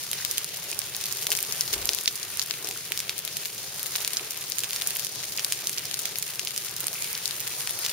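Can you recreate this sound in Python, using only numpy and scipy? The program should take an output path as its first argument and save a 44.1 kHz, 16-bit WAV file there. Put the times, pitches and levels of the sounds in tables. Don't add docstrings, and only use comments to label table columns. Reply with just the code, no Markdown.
import sys
import numpy as np
from scipy import signal
from scipy.fft import rfft, irfft
from scipy.io import wavfile
from scipy.ndimage import uniform_filter1d

SR = 44100
rng = np.random.default_rng(int(sys.argv[2]) if len(sys.argv) > 2 else 0)


def persist_wave(psi):
    counts = np.round(np.clip(psi, -1, 1) * 32767).astype(np.int16)
    wavfile.write(sys.argv[1], SR, np.atleast_2d(counts).T)


N = 349272


def undb(db):
    return 10 ** (np.asarray(db) / 20)


def curve(table):
    s, value = np.transpose(table)
    return np.interp(np.arange(N) / SR, s, value)


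def over_hz(table, hz):
    point_hz, value = np.transpose(table)
    return np.interp(np.log(np.maximum(hz, 1)), np.log(point_hz), value)


def band(x, lo_hz, hi_hz):
    return signal.sosfilt(signal.butter(2, [lo_hz, hi_hz], "band", fs=SR, output="sos"), x)


def walk(rate):
    hold = int(SR / rate)
    steps = np.repeat(rng.standard_normal(N // hold + 1), hold)
    return 1.78 * uniform_filter1d(uniform_filter1d(steps, hold), hold)[:N]


def add(out, at, shapes):
    index = np.clip(at[:, None] + np.arange(shapes.shape[1]), 0, N - 1)
    out += np.bincount(index.ravel(), shapes.ravel(), N)


def swell(at_s, top_db, rise, hold_s, fall):
    t = np.arange(N) / SR - at_s
    return undb(top_db + rise * np.minimum(t, 0) - fall * np.maximum(t - hold_s, 0))


def far_rain(pour_db):
    # frequency in Hz, relative density in dB per Hz.
    rain_colour = [(18, -56.5), (30, -22), (95, -2), (137, 4), (256, -10), (399, 0), (518, -4), (945, -5.5),
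                   (2180, -1.5), (4540, 0.5), (7080, 0), (7860, -4), (8950, 1), (15500, -5)]
    # frequency in Hz, left-right correlation from -1 to 1.
    port_likeness = [(60, 0.85), (600, 0.93), (1400, 0.81), (3100, 0.35), (5000, 0.038), (8000, -0.48),
                     (15000, -0.21)]
    hz = np.fft.rfftfreq(N, 1 / SR)
    like = np.clip(over_hz(port_likeness, hz), -.99, .99)
    a, b = rfft(rng.standard_normal((2, N)))
    mid = a * np.sqrt(1 + like)
    side = b * np.sqrt(1 - like)
    pair = np.array([mid + side, mid - side]) * undb(over_hz(rain_colour, hz))
    grain_db = 1.19 * walk(400) + 0.31 * walk(60)
    out = 0
    octave = np.log2(np.maximum(hz, 1) / 20)
    for k in range(11):
        window = np.cos(np.pi / 2 * np.clip(octave - k, -1, 1)) ** 2
        follow = np.clip((k - 3.5) / 1.8, 0, 1)
        flicker_db = 0.78 * walk(4.6) + 1.07 * walk(25)
        level_db = follow * (pour_db + grain_db) + flicker_db
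        out = out + undb(level_db) * irfft(pair * window, N)
    return out * undb(-35) / np.std(out)


def gust():
    rumble = band(band(rng.standard_normal(N), 34, 90), 30, 200)
    rough_edge = undb(-13 + 3 * walk(60)) * band(rng.standard_normal(N), 110, 670)
    buffet = rumble + rough_edge
    gain = swell(at_s=1.76, top_db=-46.5, rise=237, hold_s=0.06, fall=117)
    return gain * buffet / np.std(buffet)


def fizzy_swell():
    fizz = band(rng.standard_normal((2, N)) * undb(2.1 * walk(150)), 2070, 2600)
    gain = swell(at_s=6.985, top_db=-43, rise=200, hold_s=0.05, fall=60)
    return gain * fizz / np.std(fizz)


def knocks():
    # start in seconds, peak in dB ahead of the microphone's colouring.
    knock_list = [(0.718, -37), (1.29, -31), (1.33, -35), (1.488, -34), (1.727, -31.5), (1.759, -30.5),
                  (1.789, -35), (1.819, -39), (1.889, -36), (2.64, -31.5), (2.679, -36), (2.705, -38.5),
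                  (2.905, -33.5), (4.205, -36), (5.161, -37), (5.63, -35), (6.429, -37), (6.833, -35)]
    # frequency in Hz, width in Hz, gain in dB.
    resonances = [(408, 56, 5.5), (660, 440, -3.5)]
    rise_s, decay_s = 0.00078, 0.016
    s, peak_db = np.transpose(knock_list)
    t = np.arange(4096) / SR
    push = rng.standard_normal((len(s), 4096)) * (1 - np.exp(-t / rise_s)) * np.exp(-t / decay_s)
    note = 0
    for hz, width_hz, gain_db in resonances:
        note = note + undb(gain_db) * signal.lfilter(*signal.iirpeak(hz, hz / width_hz, SR), push)
    note = note / np.abs(note).max(axis=1, keepdims=True)
    out = np.zeros(N)
    add(out, (s * SR).astype(int), note * undb(peak_db)[:, None])
    return out


def plops():
    # start in seconds, peak in dB ahead of the microphone's colouring, pitch in Hz.
    plop_list = [(0.2003, -30.5, 1620), (0.2223, -30, 1960), (0.7273, -27, 2570), (1.3877, -28, 2300),
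                 (2.761, -32.5, 1420), (6.956, -29, 2500), (7.5144, -30, 2460)]
    rise_s, decay_s = 0.00023, 0.0015
    s, peak_db, hz = np.transpose(plop_list)
    t = np.arange(1024) / SR
    ring = np.sin(2 * np.pi * hz[:, None] * t) * (1 - np.exp(-t / rise_s)) * np.exp(-t / decay_s)
    ring = ring / ring.max(axis=1, keepdims=True)
    out = np.zeros(N)
    add(out, (s * SR).astype(int), ring * undb(peak_db)[:, None])
    return out


def strikes(s, band_db, pan_db, splash_db, size=1024, lead=48):
    # lower edge in Hz, upper edge in Hz.
    strike_bands = [(900, 1800), (1800, 3500), (3500, 7500), (7500, 15600)]
    crack_s, grit_level = 0.00041, 0.19
    splash_s, splash_at_s = 0.0076, 0.0022
    thud_floor_hz, strike_top_hz = 1040.0, 15100
    t = (np.arange(size) - lead) / SR
    hz = np.fft.rfftfreq(size, 1 / SR)
    count = len(s)
    shared = rng.standard_normal((count, size))
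    own = rng.standard_normal((count, 2, size))
    clump = np.repeat(rng.standard_normal((count, size // 16)), 16, axis=1)
    turn = rng.standard_normal((count, 1))

    droplets = undb(4.35 * clump)
    spray = undb(splash_db)[:, None] * droplets * np.exp(-(t - splash_at_s) / splash_s) * (t > 0)

    lo, hi = np.transpose(strike_bands)
    density_db = np.transpose(band_db) - 10 * np.log10((hi - lo) / (SR / 2))
    centres = np.log(np.sqrt(lo * hi))
    blend = np.array([np.interp(np.log(hz + 1), centres, row) for row in np.eye(len(strike_bands))])
    low_fall = hz ** 2 / (hz ** 2 + thud_floor_hz ** 2)
    high_fall = 1 / np.sqrt(1 + (hz / strike_top_hz) ** 4)
    colour = undb(density_db @ blend) * low_fall * high_fall
    colour = colour * np.exp(1j * (np.pi / 2 + 0.79 * turn))

    lag = np.clip(-.55 * pan_db, -5, 5)
    out = np.zeros((2, N))
    for port, side in enumerate((1, -1)):
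        grit = (0.7 * shared + 0.66 * own[:, port]) * np.exp(-t / crack_s) * (t > 0)
        crack = (t == 0) + grit_level * grit
        crack /= np.sqrt(np.sum(crack ** 2, axis=1))[:, None]
        shape = irfft(rfft(crack + spray * own[:, port]) * colour, size)
        at = np.round(s * SR + side * lag / 2).astype(int) - lead
        add(out[port], at, shape * undb(side * pan_db / 2)[:, None])
    return out


def patter(pour_db):
    drops_per_s, faintest_db, spread_db, range_db = 450, -30.5, 5.5, 15
    count = int(drops_per_s * N / SR)
    place, rank = rng.random((count, 2)).T
    tilt, pan = rng.standard_normal((count, 2)).T
    crack_db = faintest_db - spread_db * np.log(rank + np.exp(-range_db / spread_db))
    thud_db = crack_db - 18 - 1.7 * tilt
    body_db = crack_db - 9.5 - 5.56 * tilt
    snap_db = crack_db + 1.5 + 3.1 * tilt
    levels = [thud_db, body_db, crack_db, snap_db]
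    drops = strikes(place * N / SR, levels, 3.1 * pan, np.full(count, -32.), size=256)
    flurry_db = 1.15 * walk(25)
    return undb(0.61 * pour_db + flurry_db) * drops


def hail():
    # strike time in seconds,
    # crack energy in dB, body in dB re crack, snap in dB re crack, left minus right in dB,
    # splash in dB re strike.
    stones = [(0.037, -11, -20, -10, 7, -37), (0.1149, -6.5, -6, 6, -1.5, -46),
              (0.1319, -3, -7, -0.5, -2, -28.5), (0.25, -3.5, -5, 2.5, 15, -44),
              (0.3122, -5, -15, 9, -3, -35), (0.3152, -16, -20, 2, 0, -28), (0.374, -8.5, -8, -3, 0.5, -22),
              (0.3813, 0.5, -6.5, 2, -7, -38), (0.4447, -9, -13, 7, -1, -37),
              (0.7155, -10, -15, 3, -10, -44), (0.7291, -9, -3.5, -7, 3, -28), (0.791, -2, -13, 3, -9, -36),
              (0.8174, -8, -7, -5, 4, -31), (0.9484, -4, -13, -12, 3.5, -44),
              (0.9656, -8.5, -19, 5, -1, -44), (1.0117, -8, -11, 1, 2, -27), (1.0405, -6, -10, 2, -5, -44),
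              (1.0576, -4, -17, -1, -5, -42), (1.1158, -9, -12, 1, 3, -39),
              (1.1254, -10.5, -18, 8, -12, -39), (1.1709, -9, -10, 1, 7, -44), (1.2245, -9, -7, 1, -4, -29),
              (1.2686, -1, -0.5, -1, 1, -35), (1.2718, -12, -10, 5, 2, -33), (1.3047, -5, -19, 3, 1, -34),
              (1.3183, 5, -4.5, 0, 3.5, -41), (1.3238, -8, 0, 7, 3, -27), (1.328, -10, -1, 0, 2, -21),
              (1.3515, -2, -6, -1, 7, -34), (1.3684, -11, -19, 6, 8, -33), (1.374, -7, -19, 7, -5, -40),
              (1.3888, -11.5, 1, 8, 2, -35), (1.4048, -11, -15, 6, -6, -36),
              (1.428, -9, -24, 13.5, -1, -41), (1.5241, -6, -16, 1.5, 6.5, -28),
              (1.6095, 6, -20, -1, 4, -43), (1.6146, -6.5, -7, -6, 2.5, -26), (1.6786, -7, -4, -8, 2, -44),
              (1.73, -5.5, -11, 3, 3.5, -26), (1.7363, 1, -7.5, -7, -5.5, -25),
              (1.7406, -11, -1, 4, 7, -26), (1.856, -7, -20, 8, -7, -43), (1.873, -8, -16, 3, -3, -28),
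              (1.8915, 9.5, -13.5, -9.5, 1.5, -42), (1.934, -2, -15, -3, 3, -44),
              (1.9483, -8, -18, 7, 10, -40), (1.9876, -0.5, -12, -7, 7, -44),
              (2.0109, -13, -15, 6, 0.5, -34), (2.059, 0, -11, -8, -2, -44),
              (2.0777, 9, -8.5, -9, -4, -31.5), (2.156, -10.5, -18, 4, -3, -24),
              (2.23, -5, -18, -5, 3.5, -34), (2.3727, -12.5, -9, 7, -8, -44),
              (2.3958, 3.5, -9, -4.5, -3, -35), (2.417, -4.5, -8, -5, 4, -25.5),
              (2.4262, -7, -15, -2, 4.5, -39), (2.51, 3, -10, -12, 9, -48), (2.6458, -5.5, -28, -6, 7, -31),
              (2.6724, -7.5, -8, -3, -1, -28), (2.6883, -10, -9, 3, 6, -29), (2.7115, -9, -3, 0, -1, -40),
              (2.9207, -6.5, 4, 6.5, -4, -35), (2.9756, -2, -13, -1.5, 0, -32),
              (2.9919, -5, -24, -3, -4, -25.5), (3.0032, -6.5, -2, 6, 2, -44),
              (3.0945, -3.5, 0, -1, 2, -34), (3.18, -12.5, -10, 7, 6, -30), (3.1902, -13, -9, 11, 4.5, -35),
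              (3.251, -9, -16, 6, 4.5, -33), (3.2773, -7, -5, -5, 1, -30), (3.3693, -5.5, -9, 3, -3.5, -29),
              (3.4506, -12, -9, 0, -3, -34), (3.4564, -7, -4, 1, 3, -30.5), (3.795, -12, -7, 4, 7, -39),
              (3.8304, -11, -9, 11, 0, -39), (3.86, -11.5, -4, 0, 6, -25.5), (3.8664, -13, -13, 5, 5, -27),
              (3.9553, -2, -1, -7, 3, -29), (3.9603, -2, -14, 0, -5, -37), (4.0482, -1.5, -9, -3, 2, -44),
              (4.077, -1.5, -3.5, 0, 1.5, -38), (4.1339, -5.5, -10, 0, 8, -36),
              (4.1703, 2.5, -15, -8, -4, -30), (4.308, -9, -14, 5.5, 4, -31),
              (4.4999, -21, -15, 14, 13, -36), (4.5209, -0.5, -13, -8, 4, -44),
              (4.5845, 0, -11, -2.5, -8, -34), (4.592, -7.5, -14, 7, 4, -44),
              (4.605, -10, -15, 5, -0.5, -31), (4.636, -5, -3, 0, -6, -32), (4.6436, -4.5, -8, -3, -4, -30),
              (4.7078, -8, -2, 4, -2, -38), (4.732, -6.5, -4, 0.5, 2, -30),
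              (4.762, -4.5, -11, 1, -1, -28.5), (4.8132, -7, -2, -5, 7, -31), (4.821, -4.5, 0, 1, -2, -48),
              (4.8731, -7, -17, 12, -3, -31), (4.9068, -7.5, -3, 2, -6, -36), (4.953, -13, -17, 8, -2, -29),
              (4.9614, -14, 6, 2, 0, -35), (4.969, -12, -13, 9, 0, -31), (4.9957, -16, -4.5, 6, 23, -31),
              (5.0478, -8, -12, 3.5, -12, -44), (5.0685, -6.5, -9, 1, 4.5, -34),
              (5.158, -11.5, -6, 1, 0.5, -40), (5.203, -9, -8, -11, 7, -34),
              (5.2353, -8, -5, -13, 2.5, -29), (5.3227, -10.5, -12, -2, -1, -25),
              (5.3648, -15, -22, 9, 1, -40), (5.3755, -0.5, -22, -8, -4.5, -29),
              (5.385, -17, 9, -5, 0, -30), (5.395, -3.5, -1.5, -4, -2, -29),
              (5.4467, 3.5, -13.5, -1, 1, -43), (5.5233, 0, -3.5, 3, 0, -33.5),
              (5.5324, -13, -3, 1, 1, -25), (5.672, -0.5, -17, 3, -4.5, -34), (5.695, -8.5, -5, 7, 1, -34),
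              (5.7298, -10, -8, -1, 1, -23), (5.776, -11, -3.5, -7, 0, -22),
              (5.783, -1.5, -12, -8, -4.5, -35), (5.8546, -7, -14, -2, -1, -33),
              (5.913, -4.5, -4, -7, 7, -41), (5.9423, -2, -12.5, -5, 7.5, -42),
              (5.9918, -10, -14, 8, 3, -35), (5.9962, -12, -14, 7, 3.5, -30), (6.055, -4.5, -6, 0, -4, -27),
              (6.1575, -8, -3, -2, 6, -32), (6.1859, -7.5, -12, 7, 0.5, -37),
              (6.2256, -12, -13, 6, -9, -28), (6.3946, -2.5, -3.5, 0, 3, -32),
              (6.45, -8, -11, -1, -10, -44), (6.4731, -2, -4, -9, 2, -41), (6.5631, -7, -9, 1, -1.5, -41),
              (6.5776, -5.5, -12, 2, -2, -29), (6.765, -9, -18, 1.5, -1, -30),
              (6.8052, -9, -15, 8, -6, -28), (6.869, -10.5, -8, 11, -6.5, -33),
              (6.8825, -6, -6, 0, 6.5, -42), (6.9302, -10, -11, 2, 3, -32), (6.9407, -10.5, -26, 3, 1, -37),
              (7.023, -6, -13, 4, -3.5, -44), (7.044, -10, -1, 3, 2, -34), (7.13, -10.5, -18, 6, -1, -40),
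              (7.152, -3.5, -12, -23, 2.5, -44), (7.177, -10.5, -7, 2, 5, -30),
              (7.2569, -1, -16, -8, 11.5, -31), (7.2782, -4.5, -19, -3, 11, -44),
              (7.3098, -6, -8, -5, 8, -34), (7.4042, -14, -14, 11, -6, -38), (7.4707, -13, 0, -6, 5, -37),
              (7.477, -8, -3, 3, -1, -39), (7.607, -7.5, -2, -2, 2, -33), (7.6741, -6.5, 1, 3, 3.5, -42),
              (7.6945, -7, -4, 0, 1.5, -44), (7.7088, -24, -9, 24, 5, -44), (7.79, -16.5, 0, 12, 8.5, -44),
              (7.8495, -1.5, -8, -7, -2, -28), (7.8634, -2.5, -6, -3, 0, -34),
              (7.8955, -6.5, -11, -6, 5.5, -26), (7.9, -8.5, -12, -1, -1, -34)]
    s, crack_db, body_db, snap_db, pan_db, splash_db = np.transpose(stones)
    thud_db = -12 + body_db
    levels = [crack_db + thud_db, crack_db + body_db, crack_db, crack_db + snap_db]
    return strikes(s, levels, pan_db, splash_db)


def scene():
    # time in seconds, level in dB.
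    downpour = [(0.0, -36), (0.24, -33), (0.68, -34.5), (1.15, -32.5), (1.96, -32.5), (2.07, -34.5),
                (3.7, -35.5), (4.01, -33), (4.28, -35), (4.48, -36), (4.85, -33), (5.14, -35),
                (5.51, -33.5), (6.07, -33.5), (6.26, -35.5), (7.21, -33.5), (7.52, -33), (7.92, -32.5)]
    pour = curve(downpour)
    pour_db = pour - np.mean(pour)
    background = far_rain(pour_db) + gust() + fizzy_swell()
    return background + knocks() + plops() + patter(pour_db) + hail()


def record(dry):
    # frequency in Hz, left minus right in dB.
    left_lean = [(60, 4), (600, 5.5), (2000, 1), (4000, 1.6), (12000, .5)]
    roll_hz, top_hz = 15600, 16450
    notch_hz, notch_width_hz, notch_depth = 7867, 480, .78
    hz = np.fft.rfftfreq(N, 1 / SR)
    lean_db = over_hz(left_lean, hz) / 2
    step_db = -12 * np.clip((hz - roll_hz) / 250, 0, 1)
    x = irfft(rfft(dry) * undb([step_db + lean_db, step_db - lean_db]), N)
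    x = x - notch_depth * signal.lfilter(*signal.iirpeak(notch_hz, notch_hz / notch_width_hz, SR), x)
    top_cut = signal.ellip(10, .2, 70, top_hz, fs=SR, output="sos")
    return signal.sosfilt(top_cut, np.clip(x, -1, 1))


dry = scene()
out = record(dry)
persist_wave(out)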